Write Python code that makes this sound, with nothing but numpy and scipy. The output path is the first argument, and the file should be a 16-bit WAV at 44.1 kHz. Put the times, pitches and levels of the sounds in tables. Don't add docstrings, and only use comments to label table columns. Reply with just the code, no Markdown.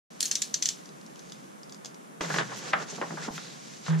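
import sys
import numpy as np
from scipy import signal
from scipy.fft import rfft, irfft, next_fast_len
from scipy.io import wavfile
from scipy.ndimage import map_coordinates

SR = 44100
rng = np.random.default_rng(int(sys.argv[2]) if len(sys.argv) > 2 else 0)


def output_pcm(signal):
    pcm = np.clip(np.atleast_2d(signal).T, -1, 1) * 32767
    wavfile.write(sys.argv[1], SR, np.round(pcm).astype(np.int16))


N = 176400
START_S, SCENE_CHANGE_S = 0.103, 2.2065

# (frequency [Hz], T60 [s])
ROOM_T60 = [(150, .3), (700, 0.35), (2000, 0.32), (5500, 0.28), (7200, .23), (10000, 0.4), (15000, 0.25)]
# (frequency [Hz], gain [dB])
BACKGROUND_SPECTRUM = [(15, -55), (25, -20), (107, -56), (136, -1.5), (198, 0.5), (240, -3.5), (274, -4.5),
                       (349, -6.5), (848, -17), (1140, -15.5), (4040, -27), (5010, -30), (5880, -25),
                       (10900, -29.5), (15500, -45)]
# (frequency [Hz], correlation [-1 to 1])
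BACKGROUND_CORRELATION = [(60, 0.23), (180, 0.17), (350, -0.15), (550, -0.72), (850, -0.86), (1400, -0.58),
                          (2200, -0.21), (4000, 0.32), (7000, -0.11), (15000, 0.053)]
CLICK_CORRELATION = [(300, 0.73), (1400, 0.8), (2000, 0.65), (4400, 0.85), (7000, 0.53), (8500, 0.23),
                     (10000, -0.29), (15000, .05)]
RUSTLE_CORRELATION = [(60, -0.03), (200, 0.85), (380, 0.96), (620, -0.23), (1000, -0.12), (2000, 0.097),
                      (3500, .8), (5000, .55), (7500, -0.0089), (10000, -0.12), (15000, 0)]

# (time [s], level [dB])
SLIDER_LEVELS = [(.102, -75), (.195, -83.5), (.21, -40), (.28, -41.5), (.31, -56), (.42, -49), (.52, -57.5),
                 (.69, -60), (.8, -61), (1, -83)]
# (time [s], level [dB], treble lift [dB], rebound [dB], spring resonance [Hz],
# blade ring [dB], decay time [s])
NOTCH_IMPACTS = [(0.207, -9, 18, -15, 5300, -38, 0.00064), (0.2287, -10.5, 16.5, -12, 6500, -23, 0.00093),
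                 (0.2561, -16, 9, -0.5, 6640, -33, 0.0013), (0.3139, -9.5, 8.5, -18, 6250, -23, 0.0013),
                 (0.3551, -9.5, 5.5, -11, 5800, -33, .0012), (0.42, -10.5, 4, -5.5, 7300, -37, 0.0012),
                 (0.5425, -7.5, 0, -12, 6240, -30, 0.00088), (0.6252, -10, 1, -5, 6040, -36, 0.0013),
                 (0.6576, -8.5, 3.5, -11.5, 6300, -33, 0.0012), (0.6895, -9, -1, -20, 6650, -37, .0011)]
# (frequency [Hz], gain [dB])
SLIDER_SPECTRUM = [(120, -50), (1000, -31), (3000, 2), (6500, 2), (8500, -7), (10000, -3), (15000, -13)]
CLICK_SPECTRUM = [(300, -43), (900, -38), (1400, -24.5), (1800, -16), (2400, -15.5), (3400, -8), (4400, -6),
                  (5100, -3.5), (6200, 0), (7500, -4), (8600, -21), (10000, -21.5), (11500, -28.5),
                  (15000, -31)]
# (frequency [Hz], level [dB], T60 [s])
BLADE_MODES = [(1840, -5.5, 0.046), (3470, -16, .04), (4310, 7.5, 0.059), (5200, -21, .06),
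               (6000, -16, .07), (6140, -18, .07), (5900, -22, .07), (7300, -12, .05)]

# (time [s], level [dB])
FINGER_LEVELS = [(0.8, -50), (0.868, -53.5), (1.058, -56.5), (1.276, -50.5), (1.454, -53.5), (1.864, -79),
                 (2.014, -61), (2.19, -75)]
# (time [s], level [dB], ring frequency [Hz], decay time [s])
TAPE_TICKS = [(0.858, -38.5, 6100, 0.0016), (0.891, -38.5, 4060, 0.0011), (1.013, -45, 4300, .0012),
              (1.064, -41, 5930, .0012), (1.159, -40, 3180, 0.0009), (1.194, -36.5, 5940, 0.0015),
              (1.298, -39.5, 4380, .0012), (1.322, -30, 3500, 0.0011), (1.633, -36, 4900, 0.0011),
              (1.696, -38.5, 4830, .0012), (1.724, -31.5, 4870, 0.00093), (1.746, -36, 5170, .0012),
              (1.848, -31, 6300, 0.0018), (1.858, -30.5, 5000, 0.0039), (1.945, -39.5, 4900, .0012)]
# (frequency [Hz], gain [dB])
HISS_SPECTRUM = [(100, -42), (800, -15), (2000, -3), (3200, -3), (4500, -1.5), (6300, 0), (7400, -4.5),
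                 (8200, -11), (11000, -26), (15000, -36)]
TAPE_SPECTRUM = [(90, -42), (200, -12), (900, -11), (2200, -18), (3500, -9.5), (4400, -7.5), (5000, -2.5),
                 (5600, -6.5), (6600, -4.5), (8500, -18.5), (15000, -38)]

# (time [s], level [dB], lower edge [Hz], resonance [Hz], upper edge [Hz], decay time [s])
PANEL_POPS = [(2.2085, -18, 200, 630, 3400, 0.0026), (2.302, -23.5, 400, 1600, 2010, 0.011),
              (2.342, -20, 400, 1700, 3150, 0.0053), (2.361, -20.5, 250, 600, 3000, 0.0056),
              (2.3852, -12, 600, 1650, 3880, .0025), (2.4, -27.5, 300, 1200, 3030, 0.007),
              (2.519, -30, 450, 1000, 1800, .0088), (2.733, -12.5, 800, 1400, 2970, 0.0017),
              (2.7354, -4, 720, 1300, 2400, 0.001), (2.7391, -12, 650, 830, 2300, .0018),
              (2.797, -33, 500, 1400, 2000, 0.015), (2.825, -34.5, 400, 1100, 1800, .005),
              (2.926, -34.5, 200, 400, 800, 0.0081), (2.98, -30, 250, 450, 1360, 0.006),
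              (3.014, -20.5, 150, 800, 2720, 0.0068), (3.024, -20.5, 150, 1100, 1710, 0.0061),
              (3.106, -27, 200, 650, 2020, 0.0038), (3.122, -32.5, 200, 620, 1200, .006),
              (3.141, -30, 150, 300, 880, .0025), (3.173, -30, 497, 1500, 1870, 0.013),
              (3.222, -35.5, 900, 1700, 1980, .007), (3.249, -32, 900, 1450, 2110, .0045),
              (3.2814, -23, 150, 950, 1300, 0.0049), (3.379, -25, 800, 1400, 2950, 0.0021),
              (3.864, -31, 500, 1500, 5000, 0.0077), (3.882, -22, 400, 1300, 2150, 0.0022),
              (3.93, -30.5, 400, 900, 2100, 0.0055), (3.95, -33.5, 900, 1750, 2000, 0.0028)]
# (time [s], level [dB], frequency [Hz])
TABLE_FLAPS = [(2.208, -23, 313), (2.364, -30, 180), (2.381, -36, 150), (2.998, -28.5, 233),
               (3.109, -27, 211), (3.14, -29.5, 235), (3.286, -25.5, 222)]
# (frequency [Hz], lead of left over right [rad])
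POP_PHASE_LEAD = [(150, 0), (400, 0.31), (600, 2.1), (1000, 0.85), (1700, 0.8), (2500, 0.63)]
# (time [s], level [dB])
THUMP_PULSES = [(2.209, -41), (3.305, -46)]
# (time [s], level [dB])
SLIDE_LEVELS = [(2.215, -41), (2.279, -45), (2.387, -37), (2.417, -48), (2.491, -51.5), (2.575, -44.5),
                (2.619, -47.5), (2.703, -43), (2.727, -53.5), (2.737, -48), (2.747, -58), (2.767, -53.5),
                (2.827, -44.5), (2.861, -58), (2.881, -49), (2.905, -44.5), (2.931, -48), (2.961, -45),
                (2.985, -52), (3.207, -49.5), (3.241, -41), (3.271, -46), (3.291, -57.5), (3.355, -44),
                (3.409, -49), (3.583, -53), (3.771, -51.5), (3.805, -56.5), (3.885, -43.5), (3.909, -51.5),
                (3.973, -57.5), (3.99, -48)]
BEND_LEVELS = [(2.21, -30), (2.28, -38.5), (2.33, -39), (2.39, -33), (2.44, -39.5), (2.49, -43.5),
               (2.6, -43), (2.69, -38), (2.82, -41.5), (2.87, -46), (2.97, -42.5), (3.08, -54), (3.16, -50),
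               (3.25, -38.5), (3.32, -52), (3.5, -51.5), (3.83, -73), (3.9, -36), (3.99, -44.5)]
AIR_LEVELS = [(2.21, -42.5), (2.38, -35.5), (2.5, -44.5), (2.62, -46.5), (2.78, -38), (2.9, -45),
              (3.15, -41), (3.35, -42.5), (3.6, -55.5), (3.99, -69)]
# (frequency [Hz], gain [dB])
POP_SPECTRUM = [(80, -39.5), (200, -2.5), (400, 1), (600, 2), (850, 0), (1050, -1), (1400, -1),
                (1900, -0.5), (2400, -5), (5000, -2.5), (15000, -23)]
CRACKLE_SPECTRUM = [(150, -20), (280, 2.5), (420, 8), (600, 0.5), (1000, 0.5), (1700, 1.5), (2400, -9),
                    (3500, -7.5), (7000, -39), (15000, -65)]
AIR_SPECTRUM = [(30, -44), (95, -43), (125, -12), (160, 8), (220, -7), (330, -12), (600, -22), (2000, -66)]
# (time [s], level [dB], half length [s], centre frequency [Hz])
EDGE_SWISHES = [(2.235, -62, .04, 12000), (2.332, -56, 0.048, 10900), (2.58, -56, 0.021, 11000),
                (2.907, -40, 0.012, 6300), (3.358, -58, 0.043, 11000), (3.45, -52, 0.099, 3970),
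                (3.693, -59, .08, 5600)]
# (time [s], frequency [Hz], level [dB])
SHEET_MODE = [(2.24, 178, -56), (2.28, 162, -41), (2.335, 152, -47), (2.375, 152, -36), (2.42, 130, -47),
              (2.56, 124, -51), (2.66, 122, -68)]
# (frequency [Hz], left over right [dB])
CHANNEL_BALANCE = [(150, -1.3), (600, -0.4), (1300, -0.7), (1850, 2.5), (2900, -2.5), (5000, -1.5),
                   (7000, 0.5), (9000, -2), (15000, 0.5)]

TIME = np.arange(N) / SR
HIT_SAMPLES = 8192
HIT_TIME = (np.arange(HIT_SAMPLES) - HIT_SAMPLES // 16) / SR
HIT_AGE = np.maximum(HIT_TIME, 0)


def amp(db):
    return 10 ** (np.asarray(db) / 20)


def unit(x):
    return x / np.sqrt(np.mean(x ** 2) + 1e-20)


def along(points, hz):
    frequencies, values = np.transpose(points)
    return np.interp(np.log(hz + 1), np.log(frequencies + 1), values)


def envelope(rows):
    return amp(np.interp(TIME, *np.transpose(rows)))


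def fade_in(s):
    return np.clip((TIME - s) / .003, 0, 1)


def filtered(x, response):
    size = next_fast_len(N + SR // 4)
    return irfft(rfft(x, size) * response(np.fft.rfftfreq(size, 1 / SR)), size)[..., :N]


def resonance(hz, centre_hz, height_db, width):
    return 1 + amp(height_db) / (1 + ((hz / centre_hz - 1) / width) ** 2)


def burst(decay_s, lead_db, lead_s=0.00095, evenness=0.26):
    rise = amp(lead_db) * np.exp(-abs(HIT_TIME) / lead_s)
    fall = np.exp(-abs(HIT_TIME) / decay_s)
    spectrum = rfft(rng.standard_normal((2, HIT_SAMPLES)) * np.where(HIT_TIME < 0, rise, fall))
    return irfft(spectrum / (abs(spectrum) + 1e-9) ** evenness)


def struck(excitation, gain, decay_s):
    hz = np.fft.rfftfreq(HIT_SAMPLES, 1 / SR)
    cepstrum = irfft(np.log(np.maximum(gain(hz), 1e-6)))
    cepstrum[1:HIT_SAMPLES // 2] *= 2
    cepstrum[HIT_SAMPLES // 2 + 1:] = 0
    sound = irfft(rfft(excitation) * np.exp(rfft(cepstrum)))
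    return sound / np.linalg.norm(sound, axis=-1, keepdims=True) * np.sqrt(decay_s * SR) / 2


def mode(hz, db, t60):
    return amp(db - 60 * HIT_AGE / t60) * np.sin(2 * np.pi * hz * HIT_AGE)


def add(track, s, x):
    start = round((s + HIT_TIME[0]) * SR)
    track[..., start:start + x.shape[-1]] += x[..., :max(N - start, 0)]


def spread(pair, correlation):
    side = filtered(pair[1], lambda hz: np.tan(np.arccos(along(correlation, hz)) / 2))
    return np.array([pair[0] + side, pair[0] - side])


def noise(spectrum, grain, correlation=RUSTLE_CORRELATION, snaps_per_s=1500):
    sizes = amp(1.5 * np.minimum(rng.exponential(size=N), 4))
    snaps = unit((rng.random(N) < snaps_per_s / SR) * sizes * rng.standard_normal((2, N)))
    pair = np.sqrt(grain) * snaps + np.sqrt(1 - grain) * rng.standard_normal((2, N))
    return unit(spread(filtered(pair, lambda hz: amp(along(spectrum, hz))), correlation))


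def reverberation(x, early_db=6, early_t60=0.08, build_up_s=0.0023):
    hz, t, spectra = signal.stft(rng.standard_normal((2, SR // 2)), SR, nperseg=256)
    decay = amp(-60 * t / along(ROOM_T60, hz)[:, None]) + amp(early_db - 60 * t / early_t60)
    tail = signal.istft(spectra * decay, SR, nperseg=256)[1]
    tail *= np.minimum(np.arange(tail.shape[1]) / SR / build_up_s, 1) ** 2
    return signal.fftconvolve(x[None], tail / np.linalg.norm(tail[0]), axes=1)[:, :N]


def room_tone():
    return amp(-47.5) * noise(BACKGROUND_SPECTRUM, 0, BACKGROUND_CORRELATION)


def cutter(rebound_s=0.0038, direct_db=-1, reverb_db=-5):
    clicks = np.zeros((2, N))
    treble = lambda hz: along([(7000, 0.053), (9500, 0.95), (11000, 0.72), (14000, 0.45)], hz)
    for s, db, lift_db, rebound_db, spring_hz, blade_db, decay_s in NOTCH_IMPACTS:
        colour = lambda hz: amp(along(CLICK_SPECTRUM, hz) + lift_db * treble(hz))
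        body = lambda hz: colour(hz) * resonance(hz, spring_hz, height_db=3, width=.04)
        sideways = lambda hz: colour(hz) * amp(treble(hz))
        ring = amp(blade_db) * sum(
            mode(db=mode_db + rng.normal(0, 2.3), hz=hz * rng.normal(1, 0.0075), t60=t60)
            for hz, mode_db, t60 in BLADE_MODES)
        rebound = amp(rebound_db) * struck(burst(decay_s, lead_db=-1.5), body, decay_s)
        rebound = np.roll(rebound, round(rebound_s * SR), axis=1)
        impact = struck(burst(decay_s, lead_db=-1.5), body, decay_s)
        radiated = struck(burst(decay_s, lead_db=-1.5, evenness=0.6), sideways, decay_s)
        add(clicks, s, amp(db + direct_db) * (impact + rebound + ring))
        add(clicks, s, amp(db + reverb_db) * reverberation(radiated[0] + rebound[0] + ring))
    rubbing = envelope(SLIDER_LEVELS) * noise(SLIDER_SPECTRUM, 0.67, CLICK_CORRELATION)
    pan_left = amp([[.7], [-.7]])
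    return pan_left * spread(clicks, CLICK_CORRELATION) + rubbing


def parcel():
    ticks = np.zeros((2, N))
    tape = lambda hz: amp(along(TAPE_SPECTRUM, hz))
    for s, db, ring_hz, decay_s in TAPE_TICKS:
        snap = struck(burst(decay_s, lead_db=-1), tape, decay_s)
        add(ticks, s, amp(db) * (snap + mode(ring_hz, db=-7, t60=0.013)))
    ticks += amp(-3.5) * reverberation(ticks[0])
    brushing = amp(-7) * envelope(FINGER_LEVELS) * noise(HISS_SPECTRUM, grain=0.52)
    return spread(ticks, CLICK_CORRELATION) + brushing


def buckling(low_cut_hz=144, leak_db=-46):
    direct, reverb = np.zeros(N), np.zeros((2, N))
    for s, db, low_hz, panel_hz, high_hz, decay_s in PANEL_POPS:
        band = lambda hz: (1 - 1 / (1 + (hz / low_hz) ** 3)) / (1 + (hz / high_hz) ** 5) + amp(leak_db)
        peak = lambda hz: resonance(hz, panel_hz, height_db=1, width=0.073)
        panel = lambda hz: amp(along(POP_SPECTRUM, hz)) * band(hz) * peak(hz)
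        snap = burst(decay_s, lead_db=1, lead_s=0.00057, evenness=0.49)[0]
        pop = amp(db - 0.5) * struck(snap, panel, decay_s)
        add(direct, s, pop)
        add(reverb, s, amp(-5.5) * reverberation(pop))
    for s, db, hz in TABLE_FLAPS:
        add(direct, s, mode(hz, db, t60=0.033))
    phase_shift = lambda hz: np.exp(.5j * np.outer([1, -1], along(POP_PHASE_LEAD, hz)))
    stereo = filtered(direct, phase_shift) + spread(reverb, RUSTLE_CORRELATION)
    return filtered(stereo, lambda hz: 1 - 1 / (1 + (hz / low_cut_hz) ** 8))


def thumps(decay_s=0.0018):
    out, scaled_age = np.zeros(N), HIT_AGE / decay_s
    for s, db in THUMP_PULSES:
        add(out, s, amp(db) * scaled_age * np.exp(1 - scaled_age))
    return out


def unfolding(bunches_per_s=40, bunch_db=3):
    hiss = amp(2.5) * envelope(SLIDE_LEVELS) * noise(HISS_SPECTRUM, grain=0.26)
    knots = rng.standard_normal(int(N / SR * bunches_per_s) + 2)
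    bunches = unit(amp(bunch_db * map_coordinates(knots, [TIME * bunches_per_s])))
    crackle = amp(-2.5) * envelope(BEND_LEVELS) * bunches * noise(CRACKLE_SPECTRUM, grain=0.43)
    waft = amp(-3.5) * envelope(AIR_LEVELS) * noise(AIR_SPECTRUM, grain=0.28)
    return hiss + crackle + waft


def skimming(relative_width=0.2):
    out = np.zeros((2, N))
    for s, db, half_s, centre_hz in EDGE_SWISHES:
        band = [(centre_hz * np.exp(k * relative_width), -6 * k * k) for k in range(-4, 5)]
        swell = amp(db) * np.exp(-((TIME - s) / half_s) ** 2)
        out += swell * noise(band, grain=.45)
    return out


def wobbling():
    times, frequencies, levels = np.transpose(SHEET_MODE)
    phase = 2 * np.pi * np.cumsum(np.interp(TIME, times, frequencies)) / SR
    return amp(np.interp(TIME, times, levels)) * np.sin(phase)


def bump(onset_s=3.884, hz=160.8, rise_s=0.026, t60=.65, left_lag_rad=1.13, right_over_left_db=1):
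    age = np.maximum(TIME - onset_s, 0)
    swell = amp(-13 - 60 * age / t60) * (1 - np.exp(-age / rise_s))
    ears = np.array([[.5], [-.5]])
    return amp(-right_over_left_db * ears) * swell * np.sin(2 * np.pi * hz * age - left_lag_rad * ears)


def scene():
    background = room_tone()
    cutter_and_parcel = cutter() + parcel()
    poster = buckling() + thumps() + unfolding() + skimming() + wobbling() + bump()
    change = fade_in(SCENE_CHANGE_S)
    return fade_in(START_S) * (background + (1 - change) * cutter_and_parcel + change * poster)


def record(dry, top_hz=15500):
    balance = lambda hz: amp(np.outer([.5, -.5], along(CHANNEL_BALANCE, hz)))
    return filtered(dry, lambda hz: balance(hz) / (1 + (hz / top_hz) ** 100))


dry = scene()
out = record(dry)
output_pcm(out)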